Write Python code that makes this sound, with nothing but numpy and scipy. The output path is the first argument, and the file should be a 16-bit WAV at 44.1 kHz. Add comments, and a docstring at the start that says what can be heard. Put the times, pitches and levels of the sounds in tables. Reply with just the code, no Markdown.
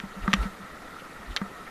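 """A paddle clacks twice, close to the body-worn camera of someone wading a shallow stream with an
inflatable boat. Each clack chatters over a few quick contacts that ring the paddle's resonances;
soft bumps knock and sound a hollow low note. Three steps jolt the camera and a leg sloshes.
Under it all a riffle rushes and bubbles, reaching the microphone through the camera's housing."""
import sys
import numpy as np
from scipy import signal
from scipy.fft import rfft, irfft
from scipy.io import wavfile
from scipy.ndimage import uniform_filter1d

SR = 44100
rng = np.random.default_rng(int(sys.argv[2]) if len(sys.argv) > 2 else 0)


def inscribe(sig):
    """Save sig as 16-bit PCM at rate SR to the path in sys.argv[1].

    A 1-D sig is mono; a 2-D sig holds one channel per row.
    Samples are clipped to [-1, 1] before scaling.
    """
    pcm = np.round(np.clip(np.atleast_2d(sig).T, -1, 1) * 32767)
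    wavfile.write(sys.argv[1], SR, pcm.astype(np.int16))


N = 74970

# spectral shape of the riffle: frequency_hz, level_db
RUSH_SPECTRUM = [(25, 0), (60, -4), (120, -9.5), (190, -1.5), (280, -4), (500, -6), (800, -8.5),
                 (1100, -9.5), (1600, -12.5), (2300, -14.5), (3200, -19.5), (4000, -20), (5000, -24),
                 (8000, -27), (12000, -29.5), (14500, -34.5)]
# housing resonances between water and microphone: centre_hz, width_hz, lift_db
HOUSING_RESONANCES = [(1324, 140, 13.5), (1886, 218, 9.5), (3750, 57, 5)]
# hard contacts of the paddle: start_s, level_db, centre_hz, sharpness_q, tick_db
PADDLE_CONTACTS = [(0.001, -5, 2230, .9, -17), (0.3182, -13, 2220, 1.1, -25), (0.331, 0, 1600, 1.1, -25),
                   (0.3322, 11, 2430, 1.13, -24), (0.336, 5.5, 1400, 1.5, -25),
                   (0.3361, 3.5, 2490, 1.44, -33), (0.3376, 7, 1810, 0.43, -5.5),
                   (0.338, -2.5, 6740, 1.6, -32), (0.3392, -6.5, 2600, 1.1, -30),
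                   (0.3402, 3, 2260, 0.61, -33), (0.3439, 4, 2400, 1.65, -34),
                   (1.364, 12.5, 4240, 4.6, -17), (1.3645, 0, 1610, 1.3, -36),
                   (1.367, -3.5, 2200, 1.1, -17), (1.3687, 7, 3880, 3.3, -38), (1.3712, -2, 3700, 2.8, -13),
                   (1.3743, 0, 2100, 1, -42)]
# colour of a hard contact: frequency_hz, level_db
CRACK_SPECTRUM = [(100, -19), (400, 4.5), (800, 4), (1200, 5.5), (3500, 1), (4600, -3.5), (6500, -4),
                  (8500, -12.5), (12000, -16), (14000, -26)]
# resonances and dips of paddle and housing: centre_hz, width_hz, lift_db
GEAR_RESONANCES = [(1148, 250, 5.5), (1580, 102, 7), (1820, 146, 6), (2240, 230, 1), (3180, 170, 7),
                   (3710, 130, 3.5), (4030, 83, 2), (4400, 150, 2), (5000, 210, 4.5), (5860, 410, 8),
                   (6700, 380, -11), (7150, 400, 6.5), (11130, 720, 5.5)]
# soft bumps: start_s, note_db (before its swell), knock_db, push_s
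SOFT_BUMPS = [(0.036, -27.5, -39, 0.0016), (0.158, -28.5, -34, 0.016), (0.2779, -14.5, 3.5, 0.0032),
              (0.3372, -16, -28, 0.001), (0.4526, -22.5, -16, 0.0045), (0.587, -31, -32, 0.025),
              (1.415, -21, -6.5, 0.0013)]
# colour of a bump's knock: frequency_hz, level_db
KNOCK_SPECTRUM = [(100, -0.5), (500, -11.5), (850, -6), (1150, 7), (1500, 1.5), (2050, -1.5), (2500, -17),
                  (4200, -22), (9000, -53), (14000, -54)]
# chatter as a bump lands: delay_s, level_db
BUMP_CHATTER = [(0, -4.5), (.0015, 2), (.0040, -5.5)]
# partials of the hollow note: pitch_hz, level_db, t60_s
HOLLOW_MODES = [(195, -0.5, 0.12), (230, -59, 0.017), (531, -28.5, 0.21), (925, -19, 0.095)]
# swell of water pushed by a leg: time_s, level_db
SLOSH_ENVELOPE = [(0.19, -66), (0.23, -43), (0.30, -38.5), (0.36, -39.5), (0.40, -39.5), (0.431, -33.5),
                  (0.47, -42), (0.521, -53)]
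# steps felt at the camera: centre_s, level_db, pitch_hz, half_length_s
STEP_JOLTS = [(0.24, -26.5, 40, 0.014), (0.416, -24, 47.4, 0.028), (1.306, -28, 44, .017)]
# small splashes close by: peak_s, level_db, centre_hz, half_length_s, sharpness_q
NEAR_SPLASHES = [(0.231, -50, 2630, 0.0084, 2.8), (0.368, -38, 1500, 0.0038, 1.3),
                 (0.431, -41.5, 2460, 0.0027, 1.5), (0.773, -42, 1300, .003, 5.9),
                 (0.967, -40.5, 1340, 0.0024, 4.5), (1, -51, 2930, 0.0087, 2.3),
                 (1.325, -52, 3060, 0.015, 1.4), (1.675, -40, 1780, 0.0052, 2.6)]
# slides of the paddle's edge: start_s, length_s, level_db, centre_hz
EDGE_SCRAPES = [(0.335, 0.0082, -25, 2410), (1.367, 0.012, -33.5, 2220)]

RUSH_DB, RUSH_PATCH_DB = -43.5, 1.5
BUBBLES_PER_S, BUBBLES_DB, BUBBLE_DECAY_CYCLES = 260, -57, 9.6
SHAFT_DB, SHAFT_HZ, SHAFT_Q = -21, 535, 3  # the shaft's low, woody resonance
BEND_LAG_S = .0003  # bending waves at 1 kHz trail the highest treble by this much
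TAIL_DB, TAIL_T60_S = -17.5, 0.083
PUSH_DB_PER_S = 387  # a slow push keeps feeding the hollow note
GRITS_PER_S = 3100


def amp(db):
    """Decibels to gain."""
    return 10 ** (np.asarray(db) / 20)


def unit_rms(x):
    """Scales to rms 1."""
    return x / np.sqrt(np.mean(x ** 2) + 1e-20)


def bins(size):
    """Frequencies of a spectrum."""
    return np.fft.rfftfreq(size, 1 / SR)


def level_at(spectrum, hz):
    """Reads a spectrum's decibels on a log-frequency axis."""
    points_hz, db = np.transpose(spectrum)
    return np.interp(np.log(hz + 1), np.log(points_hz + 1), db)


def lifts(peaks, hz):
    """Gain of a set of resonances over a flat response."""
    return 1 + sum((amp(db) - 1) / (1 + (2 * (hz - f) / width) ** 2) for f, width, db in peaks)


def band(hz, centre_hz, q):
    """Gain of one broad resonance."""
    return 1 / np.sqrt(1 + (q * ((hz + 1) / centre_hz - centre_hz / (hz + 1))) ** 2)


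def band_noise(centre_hz, q):
    """Noise in one band, at rms 1."""
    return unit_rms(irfft(rfft(rng.standard_normal(N)) * band(bins(N), centre_hz, q) ** 2, N))


def impulse(gain):
    """The causal click that has this spectrum."""
    log_gain = np.log(np.maximum(gain, 1e-5))
    mirrored = np.concatenate([log_gain, log_gain[-2:0:-1]])
    return irfft(np.exp(np.conj(signal.hilbert(mirrored)))[:len(gain)])


def add(mix, start_s, sound):
    """Mixes a sound in at a time."""
    part = mix[max(round(start_s * SR), 0):][:len(sound)]
    part += sound[:len(part)]


def water(patch_db, tilt_db_per_octave=0):
    """Rushing water, its spectrum flickering in patches, heard through the housing."""
    real, imag, patches = rng.standard_normal((N // 128 + 5, len(bins(512)), 3)).T
    patches = uniform_filter1d(patches, size=9, axis=0)  # across frequency
    patches = unit_rms(uniform_filter1d(patches, size=7, axis=1))  # across time
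    frames = (real + 1j * imag) * amp(patch_db * patches)
    noise = signal.istft(frames, nperseg=512, noverlap=384)[1][:N]
    hz = bins(N)
    colour = amp(level_at(RUSH_SPECTRUM, hz) + tilt_db_per_octave * np.log2(hz + 1))
    return unit_rms(irfft(rfft(noise) * colour * lifts(HOUSING_RESONANCES, hz), N))


def bubbles():
    """Tiny bubbles of many sizes ring in the stream and rise in pitch."""
    out, t = np.zeros(N), np.arange(SR // 25) / SR
    pitches_hz = np.geomspace(500, 5000, num=24)
    for hz in pitches_hz:
        cycles = hz * t
        envelope = np.exp(-cycles / BUBBLE_DECAY_CYCLES) * (1 - np.exp(-cycles))
        ring = np.sin(2 * np.pi * cycles * (1 + 0.0015 * cycles)) * envelope
        births = rng.random(N) < BUBBLES_PER_S / len(pitches_hz) / SR
        strengths = amp(4.7 * np.minimum(rng.exponential(1, N), 3))
        colour = amp(level_at(RUSH_SPECTRUM, hz) / 2) * lifts(HOUSING_RESONANCES, hz)
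        out += signal.oaconvolve(births * strengths, ring)[:N] * colour
    return amp(BUBBLES_DB) * unit_rms(out)


def paddle_clacks():
    """Close up, each hard contact is a ringing crack, a bright tick and a low nudge of the shaft."""
    out, hz = np.zeros(N), bins(4096)
    body = amp(level_at(CRACK_SPECTRUM, hz)) * lifts(GEAR_RESONANCES, hz)
    shaft = amp(SHAFT_DB) * band(hz, SHAFT_HZ, SHAFT_Q)
    for start_s, db, centre_hz, q, tick_db in PADDLE_CONTACTS:
        crack = np.hypot(band(hz, centre_hz, q) ** 2, amp(tick_db))
        add(out, start_s, amp(db) * impulse(np.hypot(body * crack, shaft)))
    return along_shaft(out)


def along_shaft(clacks):
    """Low bending waves travel along the shaft more slowly than high ones."""
    phase_lag = 4 * np.pi * BEND_LAG_S * np.sqrt(1000 * bins(N))
    return irfft(rfft(clacks) * np.exp(-1j * phase_lag), N)


def after_ring(hits):
    """The gear rings on, brief and dense, after each hit."""
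    t = np.arange(8192) / SR
    tail = irfft(rfft(rng.standard_normal(len(t))) * lifts(GEAR_RESONANCES, bins(len(t))))
    tail *= amp(-60 * t / TAIL_T60_S)
    return amp(TAIL_DB) * signal.fftconvolve(hits, tail / np.linalg.norm(tail))[:N]


def bump_knocks():
    """A soft bump starts with a dull chattering knock."""
    out, hz = np.zeros(N), bins(4096)
    knock = impulse(amp(level_at(KNOCK_SPECTRUM, hz)) * lifts(GEAR_RESONANCES, hz))
    for start_s, _, knock_db, _ in SOFT_BUMPS:
        for delay_s, chatter_db in BUMP_CHATTER:
            add(out, start_s + delay_s, amp(knock_db + chatter_db) * knock)
    return out


def hollow_notes():
    """Each bump rings the same low hollow note, which swells while the push lasts."""
    out, t = np.zeros(N), np.arange(SR // 3) / SR
    note = sum(amp(db - 60 * t / t60_s) * np.sin(2 * np.pi * hz * t) for hz, db, t60_s in HOLLOW_MODES)
    for start_s, note_db, _, push_s in SOFT_BUMPS:
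        attack = 1 - np.exp(-(t / push_s) ** 2)
        swell = amp(PUSH_DB_PER_S * np.minimum(t, push_s))
        add(out, start_s, amp(note_db) * note * attack * swell)
    return out


def slosh():
    """A leg pushes through the shallows, a little darker and rougher than the riffle."""
    times_s, db = np.transpose(SLOSH_ENVELOPE)
    envelope = amp(np.interp(np.arange(N) / SR, times_s, db, left=-120, right=-120))
    return envelope * water(patch_db=2.5, tilt_db_per_octave=-0.67)


def steps():
    """A step sways the camera for a few deep cycles, with a little rumble."""
    out, t = np.zeros(N), np.arange(N) / SR
    rumble = amp(-10) * band_noise(centre_hz=56, q=1.3)
    for centre_s, db, hz, half_length_s in STEP_JOLTS:
        envelope = np.exp(-((t - centre_s) / half_length_s) ** 2 / 2)
        sway = np.sin(2 * np.pi * hz * (t - centre_s))
        out += amp(db) * envelope * (sway + rumble)
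    return out


def splashes():
    """Small splashes near the microphone, each a puff of noise in one band."""
    out, t = np.zeros(N), np.arange(N) / SR
    for peak_s, db, centre_hz, half_length_s, q in NEAR_SPLASHES:
        envelope = np.exp(-((t - peak_s) / half_length_s) ** 2 / 2)
        out += amp(db) * envelope * band_noise(centre_hz, q)
    return out


def scrapes():
    """Grit catches the paddle's edge as it slides between contacts."""
    out, t, hz = np.zeros(N), np.arange(N) / SR, bins(4096)
    body = amp(level_at(CRACK_SPECTRUM, hz)) * lifts(GEAR_RESONANCES, hz)
    for start_s, length_s, db, centre_hz in EDGE_SCRAPES:
        catches = rng.random(N) < GRITS_PER_S / SR
        grit = unit_rms(catches * rng.choice([-1., 1.], N))
        ring = impulse(body * band(hz, centre_hz, q=1) ** 2)
        pressure = np.sqrt(np.maximum(1 - (2 * (t - start_s) / length_s - 1) ** 2, 0))
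        out += amp(db) * signal.oaconvolve(grit * pressure, ring / np.linalg.norm(ring))[:N]
    return out


def scene():
    """Paddle, bumps and steps close by, over the stream, in mono."""
    hits = paddle_clacks() + scrapes() + bump_knocks()
    stream = amp(RUSH_DB) * water(RUSH_PATCH_DB) + slosh() + splashes() + bubbles()
    return (hits + after_ring(hits) + hollow_notes() + steps() + stream)[None]


def record(dry):
    """The camera cuts the treble above 14.5 kHz."""
    lowpass = signal.firwin(255, 14500, window=("kaiser", 8), fs=SR)
    return signal.oaconvolve(dry, lowpass[None], "same")


dry = scene()
out = record(dry)
inscribe(out)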